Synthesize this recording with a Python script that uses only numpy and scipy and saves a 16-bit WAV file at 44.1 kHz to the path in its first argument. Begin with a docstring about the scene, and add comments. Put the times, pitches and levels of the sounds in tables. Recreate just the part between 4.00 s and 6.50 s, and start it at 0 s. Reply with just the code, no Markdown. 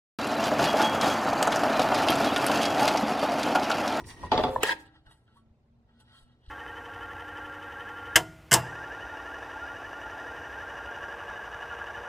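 """In a quiet workshop, heard close by, a folded sheet-metal tray is pulled out of a bending brake.
It slides and judders against the brake's steel leaf, taps it, snaps free and scrapes over the edge; then
fingers turn the ringing tray in the air, over bench rumble, room tone and a wavering hum.
Rubbing is grainy noise through resonant bodies; impacts are pulses, noise bursts and decaying modes.
Phase differences that wander over time and frequency spread each source between two channels."""
import sys
import numpy as np
from scipy import signal
from scipy.fft import rfft, irfft, next_fast_len
from scipy.io import wavfile
from scipy.ndimage import uniform_filter1d, map_coordinates

SR = 44100
rng = np.random.default_rng(int(sys.argv[2]) if len(sys.argv) > 2 else 0)


def waveform_to_disk(signal):
    """Save audio, clipped to [-1, 1], as 16-bit WAV at the path in sys.argv[1]."""
    frames = np.transpose(np.atleast_2d(signal))
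    scaled = np.clip(frames, -1, 1) * 32767
    samples = np.round(scaled).astype(np.int16)
    wavfile.write(sys.argv[1], SR, samples)


N = 110250
T = np.arange(N) / SR  # t/s of each sample

# Bench rumble under the work: [t/s, level/dB]; its spectrum: [f/Hz, relative level/dB]
RUMBLE_LEVEL = [(0.0, -46.5), (0.036, -47.5), (0.078, -46.5), (0.174, -55.5), (0.254, -40.5), (0.29, -48),
                (0.362, -35), (0.492, -40.5), (0.524, -45.5), (0.572, -40), (0.7, -59.5), (0.746, -53),
                (0.768, -68), (0.88, -60)]
BENCH_SPECTRUM = [(15, -28.5), (30, -10.5), (60, -9), (98, -5.5), (130, -11), (170, -16.5), (300, -17.5),
                  (450, -23.5), (700, -78.5)]
# Low bumps through the bench, before a gentle low cut: [t/s, level/dB, length/s]
BENCH_BUMPS = [(1.066, -45, 0.014), (1.51, -48, 0.0082), (2.22, -47, 0.024), (2.478, -35, 0.014)]
# Room tone spectrum: [f/Hz, relative level/dB]
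AIR_SPECTRUM = [(15, -17.5), (40, -11.5), (64, -2), (95, -9), (125, -3.5), (165, -14.5), (330, -21.5),
                (600, -25), (800, -27.5), (1500, -35.5), (4000, -40.5), (8000, -51.5), (16000, -67)]
AIR_DB = -63.5  # rms level
# Wavering hum: [t/s, rms level/dB]
HUM_LEVEL = [(1.2, -95), (1.242, -94), (1.268, -77.5), (1.362, -68), (1.546, -68.5), (1.63, -88),
             (1.702, -67.5), (1.826, -67), (1.844, -78.5), (1.97, -62), (2.0, -72), (2.014, -98),
             (2.05, -68.5), (2.238, -76.5), (2.268, -66.5), (2.416, -74), (2.448, -94), (2.5, -70)]
HUM_HZ, HUM_RISE_HZ_PER_S = 201.5, 17

# Tray sliding while clamped, then scraping free; two tables: [t/s, ring level/dB, low level/dB, hiss level/dB]
SCRAPE_LEVELS = [
    [(0.0, -47, -46, -58), (0.03, -73, -58.5, -70), (0.044, -51, -68.5, -74), (0.066, -63, -55.5, -52),
     (0.104, -44.5, -52.5, -49), (0.156, -60.5, -58, -65), (0.26, -49.5, -49.5, -58.5),
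     (0.288, -57, -53.5, -72), (0.31, -51.5, -55, -68.5)],
    [(0.61, -44.5, -44, -63), (0.622, -41, -45.5, -55), (0.632, -25.5, -37.5, -42),
     (0.65, -31.5, -34.5, -43.5), (0.68, -30.5, -39, -39), (0.694, -29.5, -32.5, -42.5),
     (0.706, -27.5, -39, -43.5), (0.726, -28.5, -39.5, -43), (0.744, -59, -50, -57.5),
     (0.776, -62.5, -60, -72.5), (0.806, -67, -57.5, -60), (0.862, -69, -67, -79.5),
     (0.9, -91, -80, -101.5)],
]
# Modes of the tray still clamped: [f/Hz, width/Hz, relative level/dB]
CLAMPED_MODES = [(330, 60, -4), (980, 140, -2), (1893, 39, -0.5), (2640, 120, -12.5), (4650, 120, -18.5),
                 (5604, 210, -12), (9000, 380, -20.5)]
# Modes of the tray against the edge: [f/Hz, width/Hz, relative level/dB]
EDGE_MODES = [(317, 83, -15), (523, 40, -2.5), (917, 95, -3.5), (1085, 21, -18), (1245, 28, -13.5),
              (1650, 66, -2), (1718, 60, -4), (1862, 60, -3.5), (2050, 58, -13.5), (2482, 46, -12),
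              (2577, 40, -13), (2805, 45, -12), (3264, 41, -14), (3430, 65, -13.5), (3880, 55, -21.5),
              (4920, 45, -12.5)]
# Smooth response beneath both sets of modes: [f/Hz, relative level/dB]
EDGE_SPECTRUM = [(200, -21.5), (500, -19.5), (1000, -16.5), (1500, -26), (2200, -19.5), (4000, -20),
                 (6000, -29), (9200, -30.5), (16000, -42)]
EDGE_SPECTRUM_DB = 1.5  # raises the smooth response against the modes
# Instants at which the scrape catches: [t/s, level/dB]; modes they ring: [f/Hz, relative level/dB, t60/s]
SLIPS = [(0.6897, -12.5), (0.706, -18), (.714, -21), (0.722, -23)]
SLIP_MODES = [(945, -6, 0.041), (1637, -0.5, 0.04), (1840, -1, .045), (2650, -20, .04), (4810, -17, 0.041)]
SLIP_RISE_S = 0.004  # time constant
GRAINS_PER_S, GRAIN_SPREAD_DB, SKIN_SPREAD_DB = 2500, 0.5, 2

# Decay of the room's answer: [f/Hz, t60/s]
ROOM_DECAY = [(200, .4), (2000, 0.4), (10000, 0.2)]
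ROOM_DB = -20.5

# Soft contacts, before the wall's response and TAP_DB: [t/s, level/dB]
TAPS = [(0.228, -38), (0.2337, -29), (0.2386, -28), (0.2457, -34), (0.255, -37.5), (0.266, -39),
        (0.5597, -14), (0.578, -31)]
TAP_S, TAP_DB = 0.0005, 10.5  # push length, added level
# Tray wall held damped, before the response is cubed: [f/Hz, width/Hz, level/dB]
WALL_MODES = [(501, 140, 0.5), (984, 220, 3.5), (1790, 190, -1.5)]

# Knocks on the leaf, before the levels of their parts: [t/s, level/dB]
JUDDERS = [(0.3181, -8), (0.3774, -9.5), (.438, -10.5), (.49, -31.5)]
KNOCK_T60, KNOCK_LOW_DB, KNOCK_HIGH_DB = 0.022, -11.5, -16  # decay/s, band levels
# Tray dragged on the leaf: [t/s, low level/dB, mid level/dB, hiss level/dB]
DRAG_LEVELS = [(.317, -50.5, -54.5, -71.5), (.32, -23.5, -35, -61.5), (.335, -24, -32, -71),
               (.36, -27, -38.5, -67.5), (.374, -32.5, -38.5, -68), (.38, -28.5, -34.5, -63.5),
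               (.4, -24, -39, -60.5), (.432, -38.5, -46, -58), (.44, -32, -38, -53), (.46, -30, -42.5, -66),
               (.49, -31, -47.5, -62.5), (.51, -40, -53, -60.5), (.55, -37.5, -56, -56.5),
               (.6, -45, -61, -67.5), (.62, -49, -67.5, -70)]
# Modes of the steel leaf: [f/Hz, width/Hz, relative level rubbed/dB, relative level struck/dB]
LEAF_MODES = [(253.6, 7.3, -5.5, -21.5), (313, 14, -11, -24), (430, 25, -5, -19.5),
              (525.8, 3.1, 0.5, -22.5), (626, 25, -7.5, -20), (683, 18, -10, -23), (729.4, 12, 0, -14),
              (792, 23, -7, -15.5), (869.4, 28, -7.5, -8), (1037, 25, -10.5, -19), (1148, 20, -9, -19.5),
              (1350, 30, -13, -20.5), (1795, 35, -18, -26.5), (2140, 49, -21.5, -23.5),
              (3410, 140, -17.5, -8), (4790, 120, -17.5, -15.5)]
# Dense leaf modes between them: [f/Hz, relative level/dB]
LEAF_SPECTRUM = [(88, -44.5), (150, -21), (248, -10), (477, -7.5), (883, -9), (1570, -15), (3400, -17),
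                 (3970, -17.5), (15000, -47.5)]
LEAF_SPECTRUM_DB = -4.5  # shifts the dense modes against the separate ones
LEAF_SPLIT_HZ, LEAF_HISS_HZ = 1600, 6500
LEAF_DAMPED_S, LEAF_DAMP_T60 = 0.61, 0.12  # start and t60/s of the damping

# Edge springing free: [t/s, level/dB]
SNAPS = [(0.6315, -21.5), (.6328, -13), (0.6351, -14), (0.6445, -27)]
# Spectrum of the crack: [f/Hz, relative level/dB]; modes of the thunk: [f/Hz, relative level/dB, t60/s]
SNAP_SPECTRUM = [(120, -49), (200, -9.5), (1870, -7), (3430, -10), (4530, -28.5), (5350, -18),
                 (6320, -16.5), (12500, -14.5), (15300, -23), (16500, -33)]
SNAP_MODES = [(440, -8.5, 0.039), (1130, -10, .02), (1796, -7, 0.018), (2480, -10.5, .025),
              (3080, -13.5, 0.033)]
SNAP_T60, SNAP_DB, SNAP_TOP_HZ = 0.0077, 0, 15300
CLICK_DB = 4  # added to the pulse fronts

# Free tray left ringing: [f/Hz, relative level/dB, t60/s]
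AFTER_RING = [(284, -6, .9), (315, -0.5, 0.96), (422, -10, 0.66), (786, -7.5, 0.98), (1330, -16.5, .9),
              (1860, -9, .4)]
LET_GO_S, LET_GO_DB = 0.67, -47.5
# Fingers tapping the tray, each ringing one mode: [t/s, f/Hz, level/dB, t60/s]
PINGS = [(1.359, 944, -56, 0.08), (1.369, 1125, -55, 0.14), (2.139, 1070, -65, 0.29)]
# Fingers rubbing the tray, two tables: [t/s, low level/dB, mid level/dB, treble level/dB]
FINGER_LEVELS = [
    [(0.86, -67.5, -61, -71), (0.91, -74, -79, -107.5), (0.962, -60, -65.5, -101), (1.032, -88, -87, -104),
     (1.052, -70.5, -82, -96), (1.066, -58, -63.5, -77), (1.09, -67, -73, -83), (1.116, -58, -64, -63.5),
     (1.15, -72.5, -76, -75), (1.212, -81, -86, -86.5), (1.25, -89, -89, -89), (1.278, -68, -79, -99),
     (1.324, -76.5, -76.5, -95), (1.372, -71.5, -71, -73), (1.452, -94, -101, -106), (1.46, -75, -88, -113)],
    [(1.86, -88, -106, -105), (1.894, -68.5, -78.5, -106), (1.918, -74, -82.5, -113),
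     (1.984, -78, -74.5, -100), (2.005, -64, -62.5, -62), (2.035, -81, -76, -82), (2.076, -68.5, -69, -91),
     (2.122, -65.5, -64.5, -77), (2.176, -67.5, -60, -67), (2.23, -72, -69, -74.5),
     (2.258, -78.5, -77.5, -87), (2.324, -72, -74, -98), (2.38, -87.5, -87, -107), (2.464, -66, -68.5, -99),
     (2.474, -83, -70, -99), (2.5, -54.5, -61, -60.5)],
]
# Fingertips landing on the tray, before FLICK_DB and the tray's response: [t/s, level/dB]
FLICKS = [(0.944, -61), (1.065, -51.5), (1.112, -54.5), (1.278, -59), (1.892, -71)]
FLICK_DB = 4.5
# Modes of the free tray: [f/Hz, width/Hz, relative level/dB]
TRAY_MODES = [(867.4, 13, -2), (1339, 11, 3.5), (1481, 20.6, -6.5), (1623, 38, -7), (1913, 34, -5.5),
              (2900, 120, -11.5), (3240, 63, -12.5), (3800, 29, -7.5), (4390, 19.5, -13), (7900, 66, -21.5),
              (9270, 42, -26), (10870, 250, -31.5)]
# Smooth response beneath the tray's modes: [f/Hz, relative level/dB]
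TRAY_SPECTRUM = [(400, -10), (700, -6.5), (1500, -10.5), (2450, -58), (3300, -7.5), (5000, -16.5),
                 (6800, -29.5), (9500, -21.5), (14000, -43.5)]
TRAY_SPECTRUM_DB = -10.5

# Scatter of the left-right phase difference, for background, near work, snaps and tray: [f/Hz, rms phase/rad]
AIR_TURN = [(40, 0.59), (200, 0.31), (800, 0.9), (1600, 4.4), (4000, 7.5)]
NEAR_TURN = [(40, .7), (150, .2), (1000, 0.76), (1800, 1.5), (3000, 2.4), (8000, 2.3)]
SNAP_TURN = [(500, .2), (10000, 0.98)]
HAND_TURN = [(300, 0.35), (2000, 0.7), (5000, 1.6), (10000, 2.8)]
HAND_LAG_S, SNAP_LAG_S = -0.00012, -0.00006  # negative: the left channel leads
TOP_HZ = 16700


def amp(db):
    """Level as an amplitude ratio: 20 dB for each factor of ten."""
    return 10 ** (np.asarray(db) / 20)


def unit(x):
    """Normalisation to unit rms."""
    return x / np.sqrt(np.mean(x ** 2) + 1e-20)


def along(points, hz):
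    """Linear interpolation of (f/Hz, value) on a logarithmic frequency axis."""
    f, v = np.transpose(points)
    return np.interp(np.log(hz + 1), np.log(f + 1), v)


def gains(*tables):
    """Envelopes, one per level column, with 10 ms fades to silence outside each table."""
    out = 0
    for rows in tables:
        s, *columns = np.transpose(rows)
        fade = np.clip(np.minimum(T - s[0], s[-1] - T) * 100 + 1, 0, 1)
        out = out + fade * amp([np.interp(T, s, column) for column in columns])
    return out


def wobble(rate, size=N):
    """Slow random modulation: a smooth curve through `rate` Gaussian knots a second."""
    knots = rng.standard_normal(int(N * rate / SR) + 4)
    return map_coordinates(knots, [T[:size] * rate])


def filtered(x, response):
    """Linear filtering: the spectrum times a complex response of frequency."""
    m = next_fast_len(N + SR // 2)
    return irfft(rfft(x, m) * response(np.fft.rfftfreq(m, 1 / SR)), m)[..., :N]


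def body(modes, broad=None, broad_db=-120):
    """Modal superposition: resonances of alternating sign over an optional smooth response."""
    def response(f):
        peaks = 0
        for k, (centre, width, db) in enumerate(modes):
            resonance = 1j * f * width / (centre * centre - f * f + 1j * f * width)
            peaks = peaks + (-1) ** k * amp(db) * resonance
        return peaks if broad is None else peaks + amp(broad_db + along(broad, f))
    return response


def band(response, lo_hz, hi_hz):
    """Band limitation, scaled so that white noise of unit rms leaves at unit rms."""
    def part(f):
        r = response(f) / (1 + (lo_hz / (f + 1)) ** 4) / (1 + (f / hi_hz) ** 4)
        return r / np.sqrt(np.mean(abs(r) ** 2))
    return part


def grit(spread_db=GRAIN_SPREAD_DB):
    """Friction as random excitation: steady noise roughened by dense grains of uneven size."""
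    struck = rng.random(N) < GRAINS_PER_S / SR
    size = amp(spread_db * rng.exponential(size=N))
    grains = struck * size * rng.standard_normal(N)
    return unit(unit(grains) + rng.standard_normal(N))


def bursts(events, t60):
    """Impact excitation: exponentially decaying noise at each (t/s, level/dB)."""
    x, t = np.zeros(N + SR), T[:SR // 4]
    for s, db in events:
        x[round(s * SR):][:len(t)] += amp(db - 60 * t / t60) * rng.standard_normal(len(t))
    return x[:N]


def pushes(events):
    """Soft-contact excitation: a raised-cosine pulse at each (t/s, level/dB, length/s)."""
    x = np.zeros(N + SR)
    for s, db, length in events:
        push = np.hanning(max(4, round(length * SR)))
        x[round(s * SR):][:len(push)] += amp(db) * push
    return x[:N]


def ring(s, hz, db, t60, rise_s=0.00082):
    """Free vibration: one decaying mode whose level wavers slightly."""
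    x, start = np.zeros(N), round(s * SR)
    t = T[:min(N - start, int(2 * t60 * SR))]
    decay = amp(db - 60 * t / t60 + 1.5 * wobble(33, size=len(t)))
    x[start:][:len(t)] = decay * np.sin(2 * np.pi * hz * t) * (1 - np.exp(-t / rise_s))
    return x


def placed(x, turn, lag_s=0.):
    """Interchannel phase: a fixed lag plus a difference wandering over time and frequency."""
    hz, _, z = signal.stft(x, SR, nperseg=512, noverlap=384)
    field = uniform_filter1d(rng.standard_normal(z.shape), size=4, axis=0)
    field = unit(uniform_filter1d(field, size=16, axis=1))
    half = along(turn, hz)[:, None] * field / 2 - np.pi * hz[:, None] * lag_s
    channels = z * np.exp(1j * np.array([half, -half]))
    return signal.istft(channels, SR, nperseg=512, noverlap=384)[1][:, :N]


def coloured_noise(spectrum):
    """Spectral shaping: white noise filtered to a smooth spectrum at unit rms."""
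    return unit(filtered(rng.standard_normal(N), lambda f: amp(along(spectrum, f))))


def background():
    """Stationary and slowly modulated sources: bench rumble and bumps, room tone, a frequency-modulated hum."""
    rumble = gains(RUMBLE_LEVEL)[0] * coloured_noise(BENCH_SPECTRUM)
    air = amp(AIR_DB) * coloured_noise(AIR_SPECTRUM)
    hum_hz = HUM_HZ + HUM_RISE_HZ_PER_S * T + 1.76 * wobble(7.4)
    hum = gains(HUM_LEVEL)[0] * np.sqrt(2) * np.sin(2 * np.pi * np.cumsum(hum_hz) / SR)
    bumps = filtered(-pushes(BENCH_BUMPS), lambda f: 1j * f / (25 + 1j * f))  # 25 Hz low cut
    return placed(rumble + air + hum + bumps, AIR_TURN)


def edge():
    """Friction-driven resonance: a light clamped slide, then scraping over the edge that catches and rings."""
    out = sum(ring(s, hz, db + level, t60, SLIP_RISE_S) for s, db in SLIPS for hz, level, t60 in SLIP_MODES)
    bands_hz = [(1250, 4800), (150, 1250), (4800, 17000)]  # ring, low, hiss
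    for modes, table in zip((CLAMPED_MODES, EDGE_MODES), SCRAPE_LEVELS):
        steel = body(modes, EDGE_SPECTRUM, EDGE_SPECTRUM_DB)
        for gain, (lo_hz, hi_hz) in zip(gains(table), bands_hz):
            out = out + filtered(gain * grit(), band(steel, lo_hz, hi_hz))
    return out


def shop(x):
    """Reverberation: convolution with two-channel noise whose decay time depends on frequency."""
    hz, t, z = signal.stft(rng.standard_normal((2, SR // 2)), SR, nperseg=256)
    tail = signal.istft(z * amp(-60 * t / along(ROOM_DECAY, hz)[:, None]), SR, nperseg=256)[1]
    delayed = np.pad(x, (500, 0))[None]  # samples before the room answers
    return signal.fftconvolve(delayed, tail / np.linalg.norm(tail[0]), axes=1)[:, :N]


def taps():
    """Damped impulse response: soft contacts swell and die in the held wall, its resonance cubed."""
    contacts = pushes([(s, db + TAP_DB, TAP_S) for s, db in TAPS])
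    return -filtered(contacts, lambda f: body(WALL_MODES)(f) ** 3)


def leaf():
    """Modal excitation: knocks and drag ring the steel leaf, which is damped as the tray leaves it."""
    steel = body([mode[:3] for mode in LEAF_MODES], LEAF_SPECTRUM, LEAF_SPECTRUM_DB)
    low, high, hiss = gains(DRAG_LEVELS)
    knocks = bursts(JUDDERS, KNOCK_T60)
    damped = amp(-60 * np.maximum(T - LEAF_DAMPED_S, 0) / LEAF_DAMP_T60)
    low_part = filtered(low * grit() + amp(KNOCK_LOW_DB) * knocks, band(steel, 100, LEAF_SPLIT_HZ))
    high_part = filtered(high * grit() + amp(KNOCK_HIGH_DB) * knocks, band(steel, LEAF_SPLIT_HZ, LEAF_HISS_HZ))
    hiss_part = filtered(hiss * grit(), band(np.ones_like, LEAF_HISS_HZ, 11000))
    rings = 0
    for s, db in JUDDERS:
        for hz, width, _, level in LEAF_MODES:
            t60 = 3 * np.log(10) / np.pi / width  # a narrow mode decays slowly
            rings = rings + ring(s, hz, db + level, t60)
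    return damped * (low_part + high_part + hiss_part + rings)


def snaps():
    """Elastic release: pulses of alternating sign and noise make a sharp crack, short modes a thunk."""
    fronts = np.zeros(N)
    for k, (s, db) in enumerate(SNAPS):
        fronts[round(s * SR)] = -(-1) ** k * amp(db + CLICK_DB)
    source = fronts + amp(SNAP_DB) * bursts(SNAPS, SNAP_T60)
    crack = filtered(source, band(lambda f: amp(along(SNAP_SPECTRUM, f)), 100, SNAP_TOP_HZ))
    return crack + sum(ring(s, hz, db + level, t60) for s, db in SNAPS for hz, level, t60 in SNAP_MODES)


def tray():
    """Free and forced vibration: the freed tray rings out, fingers tap single modes, rub and flick its modes."""
    rings = sum(ring(LET_GO_S, hz, LET_GO_DB + db, t60) for hz, db, t60 in AFTER_RING)
    tapped = sum(ring(*ping) for ping in PINGS)
    steel = body(TRAY_MODES, TRAY_SPECTRUM, TRAY_SPECTRUM_DB)
    rubbed = 0
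    for gain, (lo_hz, hi_hz) in zip(gains(*FINGER_LEVELS), [(370, 2664), (2070, 8700), (8300, 12000)]):
        rubbed = rubbed + filtered(gain * grit(SKIN_SPREAD_DB), band(steel, lo_hz, hi_hz))
    flicked = filtered(amp(FLICK_DB) * bursts(FLICKS, t60=0.0082), band(steel, 360, 4600))
    return rings + tapped + rubbed + flicked


def scene():
    """Superposition of the direct sounds, the room's answer and the background."""
    near, snap = edge() + taps() + leaf(), snaps()
    direct = placed(near, NEAR_TURN) + placed(snap, SNAP_TURN, SNAP_LAG_S)
    turned = placed(tray(), HAND_TURN, HAND_LAG_S)
    return background() + direct + turned + amp(ROOM_DB) * shop(near + snap)


def record(dry):
    """Band limitation: every component at or above TOP_HZ is removed."""
    return filtered(dry, lambda hz: hz < TOP_HZ)


dry = scene()
out = record(dry)
waveform_to_disk(out)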